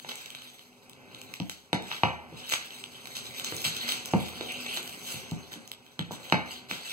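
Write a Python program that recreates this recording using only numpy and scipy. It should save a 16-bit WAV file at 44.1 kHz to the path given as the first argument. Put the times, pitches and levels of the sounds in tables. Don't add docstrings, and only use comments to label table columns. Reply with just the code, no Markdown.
import sys
import numpy as np
from scipy import signal
from scipy.fft import rfft, irfft
from scipy.io import wavfile
from scipy.ndimage import uniform_filter1d

SR = 44100
rng = np.random.default_rng(int(sys.argv[2]) if len(sys.argv) > 2 else 0)


def bounce(signal):
    frames = np.transpose(np.atleast_2d(signal))
    limited = np.clip(frames, -1, 1)
    pcm = np.round(limited * 32767).astype(np.int16)
    wavfile.write(sys.argv[1], SR, pcm)


N = 305172
TIME = np.arange(N) / SR
HZ = np.fft.rfftfreq(N, 1 / SR)


def gain_of(db):
    return 10 ** (np.asarray(db) / 20)


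def unit_rms(x):
    return x / np.sqrt(np.mean(x ** 2) + 1e-20)


def unit_energy(x):
    return x / np.linalg.norm(x)


def read(points, hz):
    f, value = np.transpose(points)
    return np.interp(np.log(hz + 1), np.log(f + 1), value)


def add(mix, s, sound):
    part = mix[max(round(s * SR), 0):][:len(sound)]
    part += sound[:len(part)]


def coloured(x, spectrum, size=2048):
    hz = abs(np.fft.fftfreq(size, 1 / SR))
    log_gain = np.log(gain_of(read(spectrum, hz)) + 1e-6)
    pulse = np.fft.ifft(np.exp(np.conj(signal.hilbert(log_gain)))).real[:size // 2]
    return signal.oaconvolve(x, unit_energy(pulse))[:len(x)]


def drift(rate_hz):
    steps = rng.standard_normal(4000)
    return unit_rms(np.interp(TIME * 2 * rate_hz, np.arange(len(steps)), steps))


def grains(per_s, spread_db, ring_s):
    sizes = gain_of(spread_db * np.minimum(rng.exponential(1, N), 5))
    sizes *= rng.random(N) < per_s / SR
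    energy = signal.lfilter([1], [1, -np.exp(-2 / (ring_s * SR))], sizes ** 2 + 1e-9)
    return unit_rms(np.sqrt(energy) * rng.standard_normal(N))


def resonate(x, hz, width_hz):
    turn = np.exp(2j * np.pi * np.cumsum(hz) / SR)
    pole = np.exp(-np.pi * width_hz / SR)
    return 2 * (turn * signal.lfilter([1 - pole], [1, -pole], x / turn)).real


# f/Hz, relative level/dB
AIR = [(20, 9.5), (50, -6), (110, -14), (400, 0), (1000, 0), (2800, -43), (5000, -4.5), (16000, -21)]
# f/Hz, level/dB
HUM = [(116, -74), (238, -94), (406, -68), (531, -76.5)]

def room_tone(air_db=-63, waver_rad=2.4):
    hum = sum(gain_of(db) * np.sqrt(2) * np.sin(2 * np.pi * hz * TIME + waver_rad * drift(5.7))
              for hz, db in HUM)
    return hum + gain_of(air_db) * coloured(rng.standard_normal(N), AIR)


# f/Hz, t60/s
ROOM_T60 = [(100, 0.065), (300, 0.46), (900, 0.48), (3000, 0.46), (8000, 0.26), (15000, 0.022)]

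def room_tail():
    t = np.arange(SR * 3 // 4) / SR
    hz, at, noise = signal.stft(rng.standard_normal(len(t)), SR, nperseg=256)
    decay = gain_of(-60 * at / read(ROOM_T60, hz)[:, None])
    tail = signal.istft(noise * decay, SR, nperseg=256)[1][:len(t)]
    onset = np.clip((t - .005) / 0.0021, 0, 1)
    return unit_energy(tail * onset)


def bench_reverb(x, count=3):
    weights = np.cos(np.pi * (TIME + np.arange(count)[:, None] / count)) * np.sqrt(2 / count)
    return sum(signal.oaconvolve(x * weight, room_tail())[:N] for weight in weights)


def film_reverb(x):
    hz, at, bands = signal.stft(x, SR, nperseg=256)
    kept = gain_of(-60 * at[1] / read(ROOM_T60, hz)) ** 2
    power = [signal.lfilter([0, 0, 1 - k], [1, -k], abs(band) ** 2) for band, k in zip(bands, kept)]
    noise = signal.stft(rng.standard_normal(N), SR, nperseg=256)[2]
    return signal.istft(np.sqrt(power) * noise / noise.std(), SR, nperseg=256)[1][:N]


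# delay/s, gain
ECHOES = [(0.011, 0.1), (0.0135, 0.3), (0.0174, 0.23), (0.0205, 0.4), (0.032, 0.2)]

def echoes(x, sway_s=0.000484):
    sway = sway_s * drift(2)
    return sum(gain * np.interp(TIME - s - (-1) ** k * sway, TIME, x)
               for k, (s, gain) in enumerate(ECHOES))


# t/s, level/dB
SLIDE = [(0.0, -59), (0.3, -58), (0.56, -63.5), (1.15, -53), (1.33, -54), (1.48, -78), (1.75, -56),
         (1.91, -53.5), (2.37, -51.5), (2.58, -57), (2.95, -54), (3.39, -50), (4.64, -47.5), (4.93, -52),
         (5.39, -50.5), (5.72, -59), (5.97, -61), (6.24, -50.5), (6.49, -53), (6.92, -59)]
# f/Hz, relative level/dB
RUB = [(30, -29), (75, -1.5), (130, 4.5), (240, 2), (450, -6), (800, -3.5), (1400, -7.5), (2600, -4),
       (6000, -41.5)]
# f/Hz, width/Hz, gain/dB
DRONES = [(132, 7.1, -1.5), (245.8, 10.5, 10.5), (407, 86, 4), (522, 18, 6.5), (740, 27, 2)]

def slide():
    slips = grains(per_s=1500, spread_db=0, ring_s=0.00066)
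    rub = gain_of(np.interp(TIME, *np.transpose(SLIDE))) * coloured(slips, RUB)
    return rub + sum(gain_of(db) * signal.lfilter(*signal.iirpeak(hz, hz / width, SR), rub)
                     for hz, width, db in DRONES)


# f/Hz, relative level/dB, t60/s
BENCH_MODES = [(81, 2, 0.68), (114.7, 6, 0.17), (138.8, 4, 0.17), (188, 4.5, 0.17), (210.8, -1, 0.22),
               (245.4, -2.5, 0.13), (314.3, 2.5, 0.078), (361, 22, 0.017), (475, -1.5, 0.16),
               (519, 9, 0.11), (680, -19, 0.048), (770, -16, 0.11), (846, -4, 0.24), (949, 13.5, 0.071),
               (1124, -3, 0.038), (1214, 13, 0.061), (1384, 11, 0.061), (1640, -16, 0.035),
               (2060, 3, 0.046), (2160, -25, 0.048), (2610, 9, 0.036), (2873, 23.5, 0.013),
               (3220, 19, 0.0087), (3695, 24, 0.039), (4120, 7, 0.018)]

def bench_ring(t):
    hz, db, t60 = np.transpose(BENCH_MODES)[:, :, None]
    share_db = rng.standard_normal(hz.shape)
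    detune = 0.015 * rng.standard_normal(hz.shape)
    sign = np.where(hz < 345, -(-1) ** np.arange(len(hz))[:, None], 1)
    modes = sign * gain_of(db + share_db - 60 * t / t60) * np.sin(2 * np.pi * hz * (1 + detune) * t)
    return unit_energy(modes.sum(0))


# f/Hz, relative level/dB
CONTACT = [(40, -45), (120, -5), (300, 8), (900, 5), (1300, 3), (1800, 11.5), (2700, -1.5), (3400, -16.5),
           (4400, -21), (5400, -14), (7500, -8.5), (16000, -19.5)]
# f/Hz, relative level/dB
RATTLE = [(60, -15), (150, -1), (450, 0.5), (900, -6.5), (1300, -3.5), (1800, -1.5), (2300, 4.5),
          (3200, -23), (4400, -19), (6000, -19), (16000, -48)]
# t/s, thump/dB, clack/dB, edge click/dB, hard crack/dB, thump f/Hz, clack f/Hz
KNOCKS = [(.047, -52, -44, -43.5, -69, 175, 820), (.118, -67, -46, -42.5, -65, 179, 900),
          (1.4021, -27, -38.5, -47, -57, 179.4, 570), (1.7302, -23.5, -24.5, -23.5, -24.5, 188, 920),
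          (1.915, -50, -43, -32, -58, 172, 1320), (2.0345, -21, -17, -18, -26.5, 146, 1096),
          (2.325, -39.5, -44.5, -64, -73, 162, 377), (2.522, -53, -38.5, -29.5, -55, 186, 920),
          (3.523, -37.5, -36, -38, -57, 161, 372), (3.66, -36.5, -57, -55, -60, 161, 1010),
          (4.136, -16.5, -21.5, -28.5, -36, 181, 680), (4.409, -53, -35.5, -39.5, -36, 180, 486),
          (5.142, -38, -48, -47, -65, 160, 710), (5.319, -26.5, -43, -62, -61, 166, 640),
          (5.56, -41.5, -70, -61, -70, 233, 603), (5.992, -28.5, -39.5, -36, -61, 171.4, 755),
          (6.109, -36.5, -37.5, -61, -59, 176, 770), (6.324, -20.5, -19.5, -16, -21, 177.5, 1124),
          (6.712, -37, -44.5, -37.5, -66, 206, 415)]

def knocks(trims_db=(28, 30, 30, 30), note_db=24, note_rise_s=0.0054, note_t60=0.15,
           contact_db=-2, rattle_db=-6, rattle_t60=0.19):
    t, out = np.arange(SR // 3) / SR, np.zeros(N)
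    contact = gain_of(contact_db) * coloured(signal.unit_impulse(len(t)), CONTACT)
    boards = coloured(rng.standard_normal(N), RATTLE)
    note_envelope = (1 - np.exp(-t / note_rise_s)) * gain_of(-60 * t / note_t60)
    for s, *levels_db, thump_hz, clack_hz in KNOCKS:
        rattle = np.roll(boards, rng.integers(N))[:len(t)] * gain_of(-60 * t / rattle_t60)
        blow = bench_ring(t) + contact + gain_of(rattle_db) * unit_energy(rattle)
        bands_hz = [(thump_hz / 1.453, thump_hz * 1.453), (clack_hz / 1.71, clack_hz * 1.25),
                    (1200, 3600), (3500, 6000)]
        for band, db, trim_db in zip(bands_hz, levels_db, trims_db):
            part = signal.sosfilt(signal.butter(2, band, "bandpass", fs=SR, output="sos"), blow)
            add(out, s, gain_of(db + trim_db) * unit_energy(part))
        note = np.sin(2 * np.pi * thump_hz * t) * note_envelope
        add(out, s, gain_of(levels_db[0] + note_db) * unit_energy(note))
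    return out


# t/s, crackle/dB, fizz/dB, sizzle/dB, taut ring/dB
PEEL = [(2.392, -45.5, -56, -49, -57), (2.572, -44.5, -55, -52, -61), (3.0, -56.5, -62.5, -56, -62),
        (3.45, -39.5, -50.5, -45, -74), (3.59, -45, -50, -43.5, -68), (3.83, -37, -50, -43.5, -50),
        (3.99, -55, -56.5, -47, -48), (4.23, -42.5, -54.5, -50.5, -72), (4.51, -54.5, -54.5, -48, -35.5),
        (4.67, -44, -50, -45.5, -40), (4.88, -52.5, -51.5, -52.5, -47), (4.98, -47.5, -53.5, -47, -75),
        (5.118, -52, -45.5, -42, -38), (5.24, -51.5, -64, -52.5, -77), (5.62, -59, -65, -59.5, -89)]
# t/s, length/s, crackle/dB, fizz/dB
RUSTLES = [(-0.05, 0.81, -49.5, -59.5), (0.505, 0.23, -69, -65), (1.111, 0.61, -54.5, -63.5),
           (1.827, 0.31, -43, -54.5), (6.19, 0.19, -45.5, -55), (6.452, 0.2, -46, -58.5),
           (6.802, 1, -36, -47)]

def handling(fade_db_per_s=252, rest_crackle_db=-65.5, rest_fizz_db=-73.5):
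    s, *columns = np.transpose(PEEL)
    outside_s = abs(TIME - np.clip(TIME, s[0], s[-1]))
    peel = gain_of([np.interp(TIME, s, db) - fade_db_per_s * outside_s for db in columns])
    loose = np.hypot(peel[:2], gain_of([[rest_crackle_db], [rest_fizz_db]]))
    for start, length, *levels_db in RUSTLES:
        progress = np.clip((TIME - start) / length, 0, 1)
        swell = np.sin(np.pi * progress ** 0.53)
        loose = np.hypot(loose, np.outer(gain_of(levels_db), swell))
    return *loose, *peel[2:]


def folds(x, patchy_db, span_hz=600, span_s=0.03):
    hz, at, bands = signal.stft(x, SR, nperseg=256)
    patches = uniform_filter1d(rng.standard_normal(bands.shape), max(round(span_hz / hz[1]), 1), 0)
    patches = unit_rms(uniform_filter1d(patches, max(round(span_s / at[1]), 1), 1))
    bands *= gain_of(patchy_db * np.clip(patches, -2, 2))
    return unit_rms(signal.istft(bands, SR, nperseg=256)[1][:N])


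# f/Hz, relative level/dB
CRACKLE = [(50, -23), (150, -20), (500, -12.5), (1300, -9.5), (2000, 3), (2800, 1), (3900, 4.5), (5200, -8),
           (7400, -7.5), (8800, -29), (12000, -31), (16000, -28)]
FIZZ = [(2000, -76), (6000, -2), (9000, 6.5), (11000, 3), (13000, 6), (15500, 1.5)]
SIZZLE = [(3000, -52.5), (5000, -1), (6200, 13.5), (7800, 3.5), (9000, -6.5), (12000, -38.5)]

def crinkle(crackle_db=1, fizz_db=3.5, sizzle_db=-0.5, taut_db=-3, taut_hz=2780, taut_width_hz=1050,
            clump_db=3.5, stray_db=-9):
    crackle, fizz, sizzle, taut = handling()
    fine = grains(per_s=1700, spread_db=1, ring_s=0.00023)
    clumps = unit_rms(fine * gain_of(clump_db * drift(35)))
    strays = gain_of(stray_db) * grains(per_s=110, spread_db=-1, ring_s=0.0007)
    creases = folds(clumps + strays, patchy_db=4.5)
    pitch = taut_hz * (1 + 0.01 * drift(12))
    ringing = unit_rms(resonate(resonate(creases, pitch, taut_width_hz), pitch, 2 * taut_width_hz))
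    layers = [(crackle_db, crackle, CRACKLE), (fizz_db, fizz, FIZZ), (sizzle_db, sizzle, SIZZLE)]
    crackling = sum(gain_of(db) * gain * coloured(creases, colour) for db, gain, colour in layers)
    return crackling + gain_of(taut_db) * taut * ringing


# fizz/dB, sizzle/dB, plate resonance/dB
RIPS = [(0.085, -27.5, 0.011, 0.007, -11, -18, -13), (1.499, -48, 0.04, 0.0028, -5, -7, -32),
        (1.903, -41, 0.011, 0.0048, -24, -20, -12), (2.505, -28.5, 0.037, 0.019, -9, -3, -28),
        (3.147, -39, 0.041, 0.0066, -9, -2, -35), (3.437, -39, 0.033, 0.0046, -23, -1, -17),
        (3.534, -54, 0.037, 0.015, 9, 0, -17), (3.641, -26, 0.027, 0.0015, -12, -10, -44),
        (3.862, -32.5, 0.076, 0.023, -8, -4.5, -36), (4.731, -44.5, 0.04, 0.011, 1.5, -15, -20),
        (4.761, -33, 0.023, 0.015, -9, -15, -3), (5.036, -40, 0.16, 0.062, -6.5, -13, -25),
        (5.512, -41, 0.019, .014, -2, -5, -2), (6.108, -46, 0.048, 0.007, -4.5, -3, -4),
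        (6.683, -38.5, 0.097, 0.018, -10, -14.5, -9.5)]

def rips(trim_db=3):
    out = np.zeros(N)
    creases = folds(grains(per_s=1700, spread_db=2.5, ring_s=0.0007), patchy_db=2)
    crackle, *extras = (coloured(creases, colour) for colour in (CRACKLE, FIZZ, SIZZLE, CONTACT))
    for s, db, length, rise_s, *shares_db in RIPS:
        t = np.arange(int(2 * length * SR)) / SR
        at = (int(s * SR) + np.arange(len(t))) % N
        burst = crackle[at] + sum(gain_of(share) * extra[at] for share, extra in zip(shares_db, extras))
        envelope = np.minimum(t / rise_s, 1) * np.exp(-(t / length) ** 2)
        add(out, s, gain_of(db + trim_db) * burst * envelope)
    return out


def crease(ring_s=0.00094, flutter_db=2, size=256):
    flutter = rng.standard_normal(size) * np.exp(-np.arange(size) / SR / ring_s)
    return unit_energy(signal.unit_impulse(size) + gain_of(flutter_db) * unit_energy(flutter))


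# f/Hz, relative level/dB
SNAP_BODY = [(50, -13), (500, -11), (1300, -6), (2000, 0), (2900, 5.5), (3900, 5), (5200, -9), (7400, -7.5),
             (8800, -28), (16000, -36)]
SNAP_TOP = [(2000, -88), (5000, 10.5), (8000, 9), (11000, 6), (13000, 4.5), (15500, 6)]
# t/s, level/dB, relative top treble/dB
SNAPS = [(0.117, -33, -18), (0.156, -36.5, -5.5), (0.2593, -31, -16.5), (0.3034, -34, -14),
         (0.3495, -28, -32), (0.4198, -34, -24), (0.5931, -39, -20), (0.896, -43.5, -5), (0.9323, -43, -15),
         (1.147, -33, -23), (1.2155, -35, -11), (1.3388, -26.5, -14), (1.4003, -26.5, -24),
         (1.4965, -23.5, -15), (1.73, -22, -17.5), (1.823, -39, -11), (1.925, -28, -34), (2.414, -42, -18),
         (2.4931, -28, -12), (2.498, -25.5, -9.5), (2.524, -22, -11), (2.5373, -11, -27), (2.706, -34, -25),
         (2.8391, -25.5, -28), (3.056, -31, -17), (3.0717, -30.5, -15), (3.1674, -24, -16),
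         (3.397, -25, -16), (3.4456, -27.5, -7), (3.4864, -38, -22), (3.566, -36.5, 0), (3.6184, -39, 0),
         (3.646, -23, -13), (3.65, -17.5, -23), (3.748, -29, -20),(3.766, -26, -13), (3.891, -19, -20),
         (3.921, -20.5, -11.5), (4.051, -32, -19), (4.0577, -30, -6), (4.0865, -32, -23), (4.41, -27, -28),
         (4.521, -29, -10.5), (4.6636, -23.5, -37), (4.7728, -21, -26), (4.8291, -34.5, -8),
         (4.8763, -30, -11), (4.8937, -35, -9), (5.312, -33.5, -13), (5.531, -35.5, -10), (5.537, -28, -23),
         (5.6763, -39.5, -8), (5.7162, -28, -11), (5.8642, -42, -20), (5.992, -23, -22),
         (6.1189, -28, -21.5), (6.299, -26.5, -42), (6.322, -32, -12), (6.563, -37, -23),
         (6.712, -20.5, -43), (6.7324, -29, -27),]

def snaps(trim_db=17, top_trim_db=11, ring_hz=3240, ring_width_hz=500):
    out = np.zeros(N)
    body, top = (coloured(signal.unit_impulse(1024), colour) for colour in (SNAP_BODY, SNAP_TOP))
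    poles = signal.iirpeak(ring_hz, ring_hz / ring_width_hz, SR)[1]
    body = signal.lfilter(poles[::-1], poles, body)
    for s, db, top_db in SNAPS:
        crack = body + gain_of(top_db + top_trim_db) * top
        add(out, s, gain_of(db + trim_db) * np.convolve(crease(), crack))
    return out


# f/Hz, likeness/0-1
LIKENESS = [(100, 0.031), (900, 0.37), (1500, 0.19), (3000, 0.65), (6000, 0.034), (10000, 0.23),
            (15000, 0.17)]
# f/Hz, phase/rad
WIDENING_PHASE = [(20, .3), (200, 1.05), (550, 1.5), (800, 2.35), (1100, 3.3), (1450, 3.85), (1800, 3.14)]

def widen(near, reverb, lag_s=0.000558):
    likeness = np.clip(read(LIKENESS, HZ), 0, 1)
    main = np.sqrt((1 + likeness) / 2) * rfft(near)
    ambient = np.sqrt((1 - likeness) / 2) * rfft(reverb)
    turn = np.exp(1j * (read(WIDENING_PHASE, HZ) - 2 * np.pi * HZ * lag_s))
    return irfft(np.array([main * turn + ambient, main + ambient * turn]), N)


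def scene(snap_send_db=-6, film_wet_db=-7, bench_wet_db=-9.5, boom_db=-10, level_db=-1):
    crinkling, ripping, snapping, bench = crinkle(), rips(), snaps(), knocks() + slide()
    film_send = crinkling + ripping + gain_of(snap_send_db) * snapping
    near = crinkling + ripping + snapping + echoes(0.95 * crinkling + 0.85 * ripping + 0.68 * snapping)
    near += gain_of(film_wet_db) * film_reverb(film_send) + room_tone()
    clatter = signal.lfilter(*signal.butter(2, 330, "highpass", fs=SR), bench)
    near += bench + 0.56 * echoes(clatter) + gain_of(bench_wet_db) * bench_reverb(bench)
    stereo = widen(near, film_reverb(film_send))
    bass = signal.lfilter(*signal.butter(2, 450, fs=SR), bench)
    boom = gain_of(boom_db) * bench_reverb(bass)
    return gain_of(level_db) * (stereo + np.array([boom, -boom]))


def record(dry, low_cut_hz=35, high_cut_hz=15900):
    low_cut = signal.butter(2, low_cut_hz, "highpass", fs=SR, output="sos")
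    high_cut = signal.firwin(301, high_cut_hz, window=("kaiser", 8), fs=SR)
    return signal.oaconvolve(signal.sosfilt(low_cut, dry), high_cut[None], "same")


dry = scene()
out = record(dry)
bounce(out)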